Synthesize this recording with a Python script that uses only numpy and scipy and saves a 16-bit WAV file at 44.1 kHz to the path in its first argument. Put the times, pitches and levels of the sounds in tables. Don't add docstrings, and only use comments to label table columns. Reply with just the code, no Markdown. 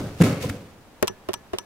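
import sys
import numpy as np
from scipy import signal
from scipy.fft import rfft, irfft
from scipy.io import wavfile
from scipy.ndimage import uniform_filter1d

SR = 44100
rng = np.random.default_rng(int(sys.argv[2]) if len(sys.argv) > 2 else 0)


def how_loud(loudness_db):
    steps = np.asarray(loudness_db, float) / 20
    return 10 ** steps


def master_out(mix):
    frames = np.transpose(np.atleast_2d(mix))
    ceiling = np.clip(frames, -1, 1)
    pcm = np.round(ceiling * 32767).astype(np.int16)
    wavfile.write(sys.argv[1], SR, pcm)


N = 72765
LEAD = 4410

# f/Hz, relative level/dB
AIR_SPECTRUM = [(20, -4), (60, -4), (200, -4.5), (500, -7.5), (1000, -10.5), (1500, -14.5), (4000, -23),
                (9000, -29), (16000, -32)]
# f/Hz, likeness/1
AIR_LIKENESS = [(60, 0.7), (240, 0.81), (950, 0.71), (3770, 0), (15000, -0.0)]
# f/Hz, T60/s
HALL_T60 = [(60, 1.), (150, 0.65), (400, 0.63), (1000, 0.65), (3000, 0.86), (10000, 0.3)]
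# f/Hz, likeness/1
HALL_LIKENESS = [(60, 1), (250, 0.98), (600, 0.96), (1500, 0.46), (6000, 0.033)]
# t/s, level/dB
SWISH_COURSE = [(0.0, -41), (0.01, -44.5), (0.16, -52.5), (0.188, -48), (0.224, -28), (0.232, -59),
                (0.236, -30), (0.398, -48), (0.428, -32.5), (0.484, -44), (0.498, -33.5), (0.508, -45),
                (0.652, -58), (0.75, -63)]
# f/Hz, relative level/dB
CLOTH_SPECTRUM = [(410, -8.5), (700, 0), (757, -1), (886, -13), (1120, -12), (1520, -8), (2190, -6),
                  (5840, -11), (16000, -22)]
# t/s, level/dB, hall send re slap/dB
SLAPS = [(.2125, -21.5, -8), (.2195, -15, -6), (0.2235, -22, -9), (.2255, -26, -8), (0.2365, -29, -16),
         (0.2397, -20.5, -0.5), (0.4975, -24, -23)]
# f/Hz, relative level/dB
SLAP_SPECTRUM = [(400, -23), (900, 1), (1600, 5.5), (2600, 4.5), (3500, -7.5), (6000, -5.5), (11500, -6.5),
                 (16000, -25)]
# t/s, bounce level/dB, bounce f/Hz, swell/s, boom level/dB
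THUMPS = [(-.05, -39, 220, 0.0069, 9), (0.2014, -2.5, 170.1, 0.02128, 14), (0.4357, -21.5, 504, .012, -4.5),
          (0.45, -24, 130, 0.01197, -3), (.49, -22, 100, 0.01867, -12.5)]
# f/Hz, relative level/dB
BOOM_SPECTRUM = [(25, -40), (60, -28), (100, -2.5), (190, -2), (300, -4.5), (480, -8), (900, -21.5),
                 (1500, -23.5), (3000, -51), (6000, -55)]
# f/Hz, likeness/1
CRACK_LIKENESS = [(500, 0.31), (2000, 0.025), (6000, -0.58), (14000, 0.016)]
# f/Hz, level/dB, T60/s, left over right/dB, left lag/rad
BODY_MODES = [(100, -21.5, 0.12, -27.5, .1), (194.6, -12.5, 0.1, -14.5, 0.18), (377, -3.5, 0.1, -8.5, 2.15),
              (441, -5, 0.091, 2.5, 2.76), (642, -8, 0.026, 16.5, 0.93), (833, -12.5, 0.041, 11, 1.5),
              (1080, -14.5, 0.037, 2, .5), (1168, -9, 0.029, -13, 1.75), (1376, -20.5, 0.017, -20, 0.4),
              (1836, -20.5, 0.071, -6, 0.55), (2490, -27, 0.026, -12, 0.48), (2845, -20, 0.019, -23, 1.4),
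              (3570, -33, 0.036, -21, 1.2)]
# t/s, ring level/dB, crack level/dB, left over right/dB,
# brightness tilt of the ring/(dB per octave)
MIRRORS = [(1.0258, -15.5, -5, 4.5, 1), (1.2866, -21.5, -23, 0, 2), (1.5321, -21.5, -29.5, 4.5, 1.5)]
# f/Hz, relative level/dB
MIRROR_SPECTRUM = [(290, -6), (500, 0), (993, -7.5), (4600, -21), (5320, -12.5), (9270, -20.5),
                   (12100, -13), (14800, -22), (16400, -39)]
# f/Hz, relative level/dB
RATTLE_SPECTRUM = [(200, -38), (500, 5), (1500, -8), (3000, -12), (5500, -17), (9000, -21), (16000, -69)]
# t/s, crack level/dB, ring level/dB, first curtain level/dB, body knock level/dB
SHUTTERS = [(1.0788, -13.5, -29.5, -18.5, -25), (1.339, -18, -32, -19.5, -37),
            (1.5851, -18.5, -32.5, -54, -37)]
# f/Hz, relative level/dB
SHUTTER_SPECTRUM = [(350, -6.5), (600, -12), (1060, -3), (2080, -12.5), (3070, 1.5), (4340, -6.5),
                    (5810, -4), (7240, -5.5), (7980, -8.5), (11900, -8), (16400, -19)]
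METAL_HZ = [960, 1308, 1715, 2385, 3112, 3456, 4444, 5100, 5879, 8100, 9600, 13810]
# level/dB, T60/s, left over right/dB, left lag/rad
METAL_MODES = [(1.5, 0.058, 4.5, .3), (-12, 0.072, -17.5, 0.88), (-17.5, .3, 5, 0.38),
               (-10, 0.026, 21, 1.5), (2.5, 0.017, -5.5, 0.6), (-16, 0.02, -9, 1.3), (-39, 0.15, 4, .3),
               (-3.5, 0.022, -19, .3), (-6.5, 0.1, 10, 1.13), (-3.5, 0.025, 19.5, 1.2), (-19, 0.019, 4, .6),
               (-39, 0.049, -5, .6)]

AIR_DB = -51
MAT_HALL_DB, CAMERA_HALL_DB = -11.5, -34
SLAP_T60_S, SLAP_LIKENESS = 0.018, 0.44
CLOTH_GRAIN_DB, CLOTH_LIKENESS = 1.5, 0.17
THUMP_START_DB, THUMP_T60_S, THUMP_RISE_S = -8, 0.02, 0.0023
OVERTONE_DB = -12.5
NEAR_BOOM_DB = -28
PUSH_S, PUSH_RISE_S = -0.004023, 0.00405
TREBLE_HZ, TREBLE_T60_SHARE = 4630, 0.55
MIRROR_BOUNCE_S, MIRROR_BOUNCE_DB, MIRROR_CRACK_T60_S = 0.003, 4, 0.021
DAMP_S, DAMP_DB_PER_S = 0.0223, 1500
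RATTLE_DB, RATTLE_T60_S = -10, 0.12
SETTLE_S, SETTLE_DB, SETTLE_T60_S = 0.021, -26, 0.03
CURTAIN_LEAD_S, CURTAIN_T60_S, SHUTTER_T60_S = 0.0057, 0.014, 0.024
RETURN_S = 0.0155
EDGE_HZ = 15900
SIDE = np.array([[0.5], [-0.5]])


def read(points, hz):
    f, value = np.transpose(points)
    return np.interp(np.log(hz + 1), np.log(f + 1), value)


def add(mix, s, sound):
    part = mix[:, LEAD + round(s * SR):][:, :sound.shape[-1]]
    part += sound[..., :part.shape[1]]


def noise(size, spectrum, likeness):
    hz = np.fft.rfftfreq(size, 1 / SR)
    left, other = rfft(rng.standard_normal((2, size)))
    c = read(likeness, hz) if np.ndim(likeness) else likeness
    right = c * left + np.sqrt(1 - c ** 2) * other
    x = irfft(np.array([left, right]) * how_loud(read(spectrum, hz)), size)
    return x / np.sqrt(np.mean(x ** 2))


def crack(db, t60, spectrum, likeness, rise=0.00031):
    t = np.arange(4096) / SR
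    x = noise(4096, spectrum, likeness)
    low = signal.lfilter(*signal.butter(2, TREBLE_HZ, fs=SR), x)
    low_decay = how_loud(-60 * t / t60)
    treble_decay = how_loud(-60 * t / t60 / TREBLE_T60_SHARE)
    return np.minimum(t / rise, 1) * how_loud(db) * (low_decay * low + treble_decay * (x - low))


def ring(modes, db, rise):
    t = np.arange(8192) / SR
    total = np.zeros((2, 8192))
    for hz, mode_db, t60, pan_db, lag in modes:
        level = how_loud(db + mode_db + pan_db * SIDE - 60 * t / t60)
        total += level * np.sin(2 * np.pi * hz * t - lag * SIDE)
    return np.minimum(t / rise, 1) * total


def room_tone():
    return how_loud(AIR_DB) * noise(N + LEAD, AIR_SPECTRUM, AIR_LIKENESS)


def hall(x):
    flat = noise(SR, [(20, 0), (20000, 0)], HALL_LIKENESS)
    hz, t, z = signal.stft(flat, SR, nperseg=512)
    decay = how_loud(-60 * t / read(HALL_T60, hz)[:, None])
    tail = signal.istft(z * decay, SR, nperseg=512)[1]
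    tail = tail * np.clip((np.arange(tail.shape[1]) / SR - 0.008) / 0.0067, 0, 1)
    mono = x.mean(0)[None]
    return signal.fftconvolve(mono, tail / np.linalg.norm(tail[0]), axes=1)[:, :N + LEAD]


def swish():
    s, db = np.transpose(SWISH_COURSE)
    t = (np.arange(N + LEAD) - LEAD) / SR
    grain = 10 * uniform_filter1d(rng.standard_normal(N + LEAD), size=100)
    level = how_loud(np.interp(t, s, db, right=-90) + CLOTH_GRAIN_DB * grain)
    return level * noise(N + LEAD, CLOTH_SPECTRUM, CLOTH_LIKENESS)


def thump(db, hz, swell, boom_db):
    t = np.arange(4096) / SR
    swell_db = THUMP_START_DB * np.maximum(1 - t / swell, 0)
    decay_db = -60 * np.maximum(t - swell, 0) / THUMP_T60_S
    shape = np.minimum(t / THUMP_RISE_S, 1) * how_loud(swell_db + decay_db)
    turn = 2 * np.pi * hz * (t - swell)
    bounce = np.cos(turn) + how_loud(OVERTONE_DB) * np.cos(2 * turn - 0.6)
    air = how_loud(boom_db) * noise(4096, BOOM_SPECTRUM, 1.0)
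    near = shape * (how_loud(db) * bounce + how_loud(NEAR_BOOM_DB) * air)
    pulse = irfft(how_loud(read(BOOM_SPECTRUM, np.fft.rfftfreq(4096, 1 / SR))))
    push = np.roll(pulse, round((swell + PUSH_S) * SR))
    boom = how_loud(boom_db) * np.minimum(t / PUSH_RISE_S, 1) * push / np.linalg.norm(push)
    return near, boom


def landing():
    mat, slaps, booms = np.zeros((3, 2, N + LEAD))
    for s, *row in THUMPS:
        near, boom = thump(*row)
        add(mat, s, near)
        add(booms, s, boom)
    for s, db, hall_db in SLAPS:
        slap = crack(db, SLAP_T60_S, SLAP_SPECTRUM, SLAP_LIKENESS)
        add(slaps, s, slap)
        add(booms, s, how_loud(hall_db) * slap)
    return mat, slaps, booms


def mirror(out, s, ring_db, crack_db, pan_db, tilt_db):
    modes = [(hz, db + tilt_db * np.log2(hz / 377), *rest) for hz, db, *rest in BODY_MODES]
    damping_db = DAMP_DB_PER_S * np.maximum(np.arange(8192) / SR - DAMP_S, 0)
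    body = ring(modes, ring_db, 0.0035) * how_loud(pan_db * SIDE - damping_db)
    add(out, s, body)
    add(out, s + MIRROR_BOUNCE_S, how_loud(MIRROR_BOUNCE_DB) * body)
    snap = crack(crack_db, MIRROR_CRACK_T60_S, MIRROR_SPECTRUM, CRACK_LIKENESS, 0.0017)
    add(out, s, how_loud(pan_db * SIDE) * snap)
    grain = how_loud(26.25 * uniform_filter1d(rng.standard_normal(4096), size=64))
    rattle = crack(ring_db + RATTLE_DB, RATTLE_T60_S, RATTLE_SPECTRUM, CRACK_LIKENESS, 0.002)
    add(out, s, grain * rattle)
    tick = crack(ring_db + SETTLE_DB, SETTLE_T60_S, SHUTTER_SPECTRUM, CRACK_LIKENESS, 0.0014)
    add(out, s + SETTLE_S, tick)


def shutter(out, s, crack_db, ring_db, first_db, knock_db):
    metal = [(hz, *row) for hz, row in zip(METAL_HZ, METAL_MODES)]
    first = crack(first_db, CURTAIN_T60_S, SHUTTER_SPECTRUM, CRACK_LIKENESS)
    add(out, s - CURTAIN_LEAD_S, first)
    add(out, s, crack(crack_db, SHUTTER_T60_S, SHUTTER_SPECTRUM, CRACK_LIKENESS))
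    add(out, s, ring(metal, ring_db, 0.0011))
    add(out, s + RETURN_S, ring(BODY_MODES, knock_db, 0.0072))


def camera():
    out = np.zeros((2, N + LEAD))
    for row in MIRRORS:
        mirror(out, *row)
    for row in SHUTTERS:
        shutter(out, *row)
    return out


def scene():
    mat, slaps, booms = landing()
    shots = camera()
    wet = hall(booms + how_loud(MAT_HALL_DB) * mat + how_loud(CAMERA_HALL_DB) * shots)
    return (room_tone() + wet + swish() + slaps + mat + shots)[:, LEAD:]


def top_cut(x):
    return signal.sosfilt(signal.butter(12, 16540, fs=SR, output="sos"), x)


def record(dry):
    lowpass = signal.firwin(255, EDGE_HZ, fs=SR)[None]
    mix = signal.oaconvolve(dry, lowpass, "same")
    return top_cut(mix)


dry = scene()
out = record(dry)
master_out(out)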